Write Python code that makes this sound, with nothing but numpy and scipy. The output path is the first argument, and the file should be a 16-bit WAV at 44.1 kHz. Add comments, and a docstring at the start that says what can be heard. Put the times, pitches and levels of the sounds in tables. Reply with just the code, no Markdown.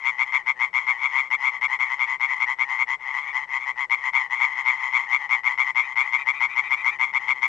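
"""Frogs among reeds at night

A close frog gives short rasping calls, up to about seven a second. A neighbour calls in between,
softer frogs answer or call at random, and a chorus carries on far off, over air and a faint hum.
Each call is a run of pulses: brief buzzes of the vocal cords that ring the throat sac and body."""
import sys
import numpy as np
from scipy import signal
from scipy.fft import rfft, irfft
from scipy.io import wavfile
from scipy.ndimage import map_coordinates

SR = 44100
rng = np.random.default_rng(int(sys.argv[2]) if len(sys.argv) > 2 else 0)


def put_to_file(sound):
    """Save the sound as 16-bit audio at rate SR, in the file named by the first command-line argument."""
    columns = np.atleast_2d(sound).T  # one column per channel
    safe = np.clip(columns, -1, 1)
    whole_steps = np.round(safe * 32767)
    wavfile.write(sys.argv[1], SR, whole_steps.astype(np.int16))


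N = 329848

# calls of the near frog: centre_s, length_factor
NEAR_CALLS = [(0.0809, 1.2), (0.2191, 0.99), (0.3574, 0.99), (0.496, 1), (0.6338, 1.14), (0.7734, 1.19),
              (0.902, 1.02), (1.0505, 1.14), (1.1888, 1.18), (1.3375, 1), (1.4721, 1.22), (1.6463, 0.97),
              (1.8236, 0.99), (2.0266, 1.19), (2.2396, 1.2), (2.4294, 0.88), (2.6202, 1.03), (2.8165, 1.04),
              (3.9329, .94), (4.168, 0.99), (4.4355, 1.16), (4.6864, 1.13), (4.9608, 1.05), (5.148, 1.12),
              (5.3351, 1.22), (5.4694, 0.9), (5.6112, 1), (5.7903, 1.12), (5.9993, 1.17), (6.1499, 0.93),
              (6.2961, 0.91), (6.4401, 1.09), (6.5882, 0.95), (6.7322, 0.94), (6.8803, 1), (7.0298, 1.11),
              (7.1643, 0.9), (7.308, 0.98), (7.4477, 0.88)]
NEAR_SAC_HZ, PITCH_SCATTER = 2131.8, 0.0024


def from_db(db):
    """Decibels to gain."""
    return 10 ** (np.asarray(db) / 20)


def rms_one(x):
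    """Scale to rms 1."""
    return x / np.sqrt(np.mean(x ** 2) + 1e-20)


def shaped_noise(spectrum):
    """Noise of rms 1 from rows of freq_hz, density_db."""
    hz, db = np.transpose(spectrum)
    bins_hz = np.maximum(np.fft.rfftfreq(N, 1 / SR), 1)
    gain = from_db(np.interp(np.log(bins_hz), np.log(hz), db))
    return rms_one(irfft(rfft(rng.standard_normal(N)) * gain, N))


def resonate(x, hz, width_hz):
    """One resonance, peak gain 1."""
    r = np.exp(-np.pi * width_hz / SR)
    feedback = [1, -2 * r * np.cos(2 * np.pi * hz / SR), r * r]
    return signal.lfilter(np.array([1, 0, -1]) * (1 - r * r) / 2, feedback, x)


def butter(x, hz, kind, order):
    """Causal high- or low-pass."""
    return signal.sosfilt(signal.butter(order, hz, kind, fs=SR, output="sos"), x)


def near_frog(pulse_hz=131):
    """The close caller: nearly the same pitch in every call."""
    # loudness curve: time_s, level_db
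    loudness = [(0.4, -21), (2.1, -21.5), (4.0, -19.5), (5.7, -20), (7.4, -20.5)]
    calls = []
    for s, length in NEAR_CALLS:
        sac_hz = NEAR_SAC_HZ * (1 + PITCH_SCATTER * rng.standard_normal())
        calls.append((s, np.interp(s, *np.transpose(loudness)), sac_hz, pulse_hz, length))
    return frog_calls(calls, rasp_db=-16.5)


def frog_calls(calls, rasp_db, size=8192):
    """A run of calls from rows of centre_s, level_db, sac_hz, pulse_hz, length_factor."""
    # air rushing through the cords: freq_hz, density_db
    rasp_spectrum = [(700, 5), (1400, 9), (2800, 8.5), (3800, 3), (5000, -3.5), (6800, -7), (7600, -15.5),
                     (8700, -13.5), (9700, -24.5), (13000, -25)]
    rasp = from_db(rasp_db) * shaped_noise(rasp_spectrum)
    t = (np.arange(size) - size // 2) / SR
    out = np.zeros(N + 2 * size)
    for s, db, sac_hz, pulse_hz, length in calls:
        i, j = int(np.clip(s * SR, 0, N)) + size // 2, rng.integers(N - size)
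        cords = vocal_cords(t, rasp[j:j + size], sac_hz, pulse_hz, length)
        voice = sac_and_body(cords, sac_hz)
        centre_rms = np.sqrt(np.mean(voice[np.abs(t) < 2 / pulse_hz] ** 2))
        out[i:i + size] += from_db(db) * voice / centre_rms
    # so small an animal radiates no bass
    return butter(out[size:size + N], hz=750, kind="high", order=8)


def call_course(t, attack_s=.03, half_hold_s=.011, release_s=.02, rise_per_s=.8, slack=.055,
                quicken_per_s=2.8, rasp_fall_db_per_s=150.5, edge_glide_s=.038):
    """A call of length 1 about t = 0: pulses quicken; cords tighten, then slacken as effort drops."""
    corners_s = [-half_hold_s - attack_s, -half_hold_s, half_hold_s, half_hold_s + release_s]
    t = np.clip(t, corners_s[0], corners_s[-1])
    effort = np.interp(t, corners_s, [0, 1, 1, 0])
    pitch_factor = 1.028 + rise_per_s * t - slack * (1 - effort)
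    edge_hz = 7900 - 1000 * np.exp(-t / edge_glide_s)
    return effort, pitch_factor, np.exp(quicken_per_s * t), -rasp_fall_db_per_s * t, edge_hz


def vocal_cords(t, rasp, sac_hz, pulse_hz, length, open_s=.0062, rise_s=.0012, lead_s=.0037,
                jitter_s=.0004, sag=.023, wobble=.014, uneven_db=1.06, edge_db=-31.5, count=18):
    """Pulses of one call: the cords snap open, then close more slowly while their pitch sags."""
    # cord partials 1 to 6: level_db
    partials_db = [-4.5, -1, -17.5, -34.5, -36, -38]
    partials = np.arange(len(partials_db))[:, None] + 1
    effort, pitch_factor, rate_factor, rasp_db, edge_hz = call_course(t / length)
    centre = len(t) // 2
    # as the cords tighten, the rasp climbs and a bright overtone, the edge, sweeps up along its top
    rasp_speed = (edge_hz / edge_hz[centre]) ** 1.15
    rasp = map_coordinates(rasp, [np.cumsum(rasp_speed)], order=3, mode="mirror")
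    edge_cycles = np.cumsum(edge_hz) / SR
    pulse_cycles = np.cumsum(pulse_hz * rate_factor) / SR
    starts_s = np.interp(np.arange(count) - count // 2, pulse_cycles - pulse_cycles[centre], t)
    age_s = np.arange(int(open_s * SR) + 1) / SR
    closing = np.cos(np.pi / 2 * np.minimum(age_s / open_s, 1))
    opening = (1 - np.exp(-age_s / rise_s)) * closing
    sagged_s = np.cumsum(1 + sag * (1 - 2 * age_s / open_s)) / SR
    cords = np.zeros(len(t))
    for start_s, (late, strong, phase, sharp) in zip(starts_s, rng.standard_normal((count, 4))):
        push = np.interp(start_s, t, effort)
        if push > 0:
            onset = np.searchsorted(t, start_s - lead_s + jitter_s * late)
            i = int(np.clip(onset, 0, len(t) - len(age_s)))
            pulse = slice(i, i + len(age_s))
            # partial 2 glides up through the sac resonance
            cord_hz = sac_hz / 2 * (pitch_factor[i] + wobble * sharp)
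            buzz = from_db(partials_db) @ np.sin(2 * np.pi * partials * (cord_hz * sagged_s + phase))
            edge = np.sin(2 * np.pi * ((1 + .02 * sharp) * edge_cycles[pulse] + phase))
            harsh = from_db(rasp_db[i]) * (rasp[pulse] + from_db(edge_db) * edge) * closing
            cords[pulse] += push * from_db(uneven_db * strong) * opening * (buzz + harsh)
    return cords


def sac_and_body(cords, sac_hz):
    """The throat sac rings; head and body radiate in opposite phase, lower in a deeper-voiced frog."""
    # head and body resonances of the near frog: freq_hz, width_hz, gain_db
    modes = [(885, 130, -1.5), (1320, 320, -4.5), (2850, 400, -9), (3500, 240, -6), (4200, 900, -14.5),
             (5400, 1000, -12), (6900, 1400, -12)]
    body = sum(from_db(db) * resonate(cords, hz * sac_hz / NEAR_SAC_HZ, width_hz)
               for hz, width_hz, db in modes)
    return from_db(0.5) * resonate(cords, sac_hz, width_hz=215) - body


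def neighbour_frog(sac_hz=2016, pulse_hz=133):
    """A slightly lower voice calls in between."""
    # neighbour's calls: centre_s, level_db, length_factor
    replies = [(1.151, -26.5, 0.96), (1.435, -27.5, 1.13), (1.7323, -26, 1.39), (1.928, -25, 1.01),
               (2.1233, -26, 1.67), (2.3225, -25.5, 1.13), (2.5095, -25.5, 1.32), (2.7148, -26.5, 1.05),
               (2.922, -25, 1.44), (3.1743, -26.5, 1.43), (3.37, -25, 1.17), (3.5588, -25, 1.19),
               (3.6943, -26, 1.03), (3.816, -26, 1.48), (4.0724, -25, 1.35), (4.207, -25.5, 0.99),
               (4.333, -25, 1), (4.463, -28.5, 1.06), (4.5963, -26, 1.2), (4.726, -27, 1.16),
               (4.8584, -27, 1.58), (4.993, -26.5, 1.16), (5.51, -26, 1.03), (5.6925, -25.5, 1)]
    calls = [(s, db, sac_hz * (1 + PITCH_SCATTER * rng.standard_normal()), pulse_hz, length)
             for s, db, length in replies]
    return frog_calls(calls, rasp_db=-15.5)


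def far_frogs(pulse_hz=135, length=1.3):
    """Single voices that stand out of the chorus."""
    # clearest far calls: centre_s, level_db, sac_hz
    clear_calls = [(0.019, -39, 2025), (0.288, -34.5, 2020), (0.396, -38, 1920), (0.6, -41.5, 1910),
                   (0.665, -36.5, 1993), (1.021, -37, 2225), (1.259, -38, 2090), (1.566, -38.5, 1995),
                   (1.851, -35, 2005), (2.356, -37, 1954), (2.75, -30, 2028), (3.039, -37.5, 2047),
                   (3.091, -32.5, 2020), (3.231, -34.5, 2090), (3.282, -36, 1940), (3.424, -33.5, 1970),
                   (3.642, -39, 2050), (4.248, -35, 1923), (4.384, -39.5, 2200), (4.535, -34, 2030),
                   (4.79, -34.5, 2060), (5.041, -39, 2100), (5.107, -31, 1944), (5.241, -31.5, 1946),
                   (5.377, -32, 1957), (5.647, -32, 1990), (5.915, -33.5, 2010), (6.055, -35.5, 1964)]
    calls = [(s, db, hz, pulse_hz * rng.uniform(.93, 1.07), length)
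             for s, db, hz in clear_calls + high_bout() + soft_calls()]
    return frog_calls(calls, rasp_db=-16)


def high_bout(start_s=5.839, first_gap_s=.19, gap_shrink=.07, level_db=-36.5, sac_hz=2320, count=8):
    """A small, high-voiced frog's quickening run. Rows: centre_s, level_db, sac_hz."""
    gaps_s = first_gap_s * (1 - gap_shrink) ** np.arange(count)
    return [(s, level_db, sac_hz) for s in start_s + np.cumsum(gaps_s) - gaps_s]


def soft_calls(delay_s=.068, answer_db=-37, answer_hz=2000, stray_db=-36, stray_hz=2060,
               spread_s=.008, spread_db=1.9, spread_hz=65, pause_s=.046, count=60):
    """One frog answers the near one, others call at random. Rows: centre_s, level_db, sac_hz."""
    # pauses shared by these frogs: centre_s
    lulls_s = [0.445, 0.555, 0.715, 1.29, 2.185, 2.565, 2.86, 2.98, 3.745, 3.875, 5.275, 5.415, 5.73]
    answers = [(s + rng.normal(delay_s, spread_s), answer_db, answer_hz) for s, _ in NEAR_CALLS]
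    strays = [((k + rng.random()) / count * N / SR, stray_db, stray_hz) for k in range(count)]
    calls = [(s, rng.normal(db, spread_db), rng.normal(hz, spread_hz)) for s, db, hz in answers + strays]
    return [(s, db, hz) for s, db, hz in calls if np.abs(s - np.array(lulls_s)).min() > pause_s]


def chorus(level_db=-48, low_hz=1900, span_hz=300, pulse_hz=135, length=1.7, count=90):
    """Many distant frogs call at random."""
    calls = [((k + late) / count * N / SR, level_db - 6 * soft, low_hz + span_hz * high, pulse_hz, length)
             for k, (late, soft, high) in enumerate(rng.random((count, 3)))]
    return frog_calls(calls, rasp_db=-15)


def over_ground(x):
    """The low part of a call carries best over distance."""
    return x + from_db(-4) * resonate(x, hz=810, width_hz=120)


def reeds(x, wet_db, t60_s=.06, treble_db=13, stem_hz=4500, size=12000):
    """Stems and water scatter a short stereo tail; thin stems throw back mostly treble."""
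    age_s = np.arange(size) / SR
    echoes = rng.standard_normal((2, size)) * from_db(-60 * age_s / t60_s) * (age_s > .001)
    echoes /= np.sqrt(np.sum(echoes ** 2, axis=1, keepdims=True))
    echoes += from_db(treble_db) * butter(echoes, hz=stem_hz, kind="high", order=3)
    return x + from_db(wet_db) * signal.fftconvolve(x[None], echoes, axes=1)[:, :N]


def night_air(level_db=-62.5, side_db=-9):
    """Soft noise of still air, partly different at each side."""
    # air spectrum: freq_hz, density_db
    spectrum = [(25, -2.5), (60, -4), (140, -2), (220, -4.5), (290, -7), (380, -1), (650, 0), (1500, -6),
                (4000, -20), (8300, -25.5), (10000, -40), (14000, -43)]
    middle = shaped_noise(spectrum)
    sides = np.array([shaped_noise(spectrum), shaped_noise(spectrum)])
    return from_db(level_db) * (middle + from_db(side_db) * sides)


def distant_hum(waver_hz=11):
    """Three low tones waver and slowly swell."""
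    # hum tones: pitch_hz, level_db
    tones = [(132, -73.5), (242, -75.5), (366, -73)]
    # hum swell: time_s, gain_db
    swell = [(0, -15.5), (3.0, -9.5), (6.0, -4), (6.9, -1), (7.5, 3)]
    t = np.arange(N) / SR
    hum = np.zeros(N)
    for hz, db in tones:
        drift_hz = waver_hz * rms_one(butter(rng.standard_normal(N), hz=24, kind="low", order=2))
        hum += from_db(db) * np.sqrt(2) * np.sin(2 * np.pi * (hz * t + np.cumsum(drift_hz) / SR))
    return hum * from_db(np.interp(t, *np.transpose(swell)))


def scene():
    """Distant frogs arrive more scattered by the reeds; the near one sits a little to the left."""
    near = from_db([[0.8], [-0.8]]) * reeds(near_frog(), wet_db=-15.5)
    neighbour = from_db([[0.6], [0.4]]) * reeds(over_ground(neighbour_frog()), wet_db=-12)
    far = from_db(1.13) * reeds(over_ground(far_frogs()), wet_db=-12)
    dull_chorus = butter(over_ground(chorus()), hz=3120, kind="low", order=3)
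    distant = reeds(dull_chorus, wet_db=-0.5, t60_s=0.25)
    return near + neighbour + far + distant + night_air() + distant_hum()


def record(dry, left_over_right_db=9.5, stopband_hz=13900):
    """Left channel much stronger, right a little fuller in the mids; the top is cut."""
    left, right = dry
    right = right + from_db(-11) * resonate(right, hz=1300, width_hz=500)
    balance = from_db([[left_over_right_db], [0]])
    top_cut = signal.cheby2(12, 70, stopband_hz, fs=SR, output="sos")
    return signal.sosfilt(top_cut, np.array([left, right]) * balance / balance.mean())


dry = scene()
out = record(dry)
put_to_file(out)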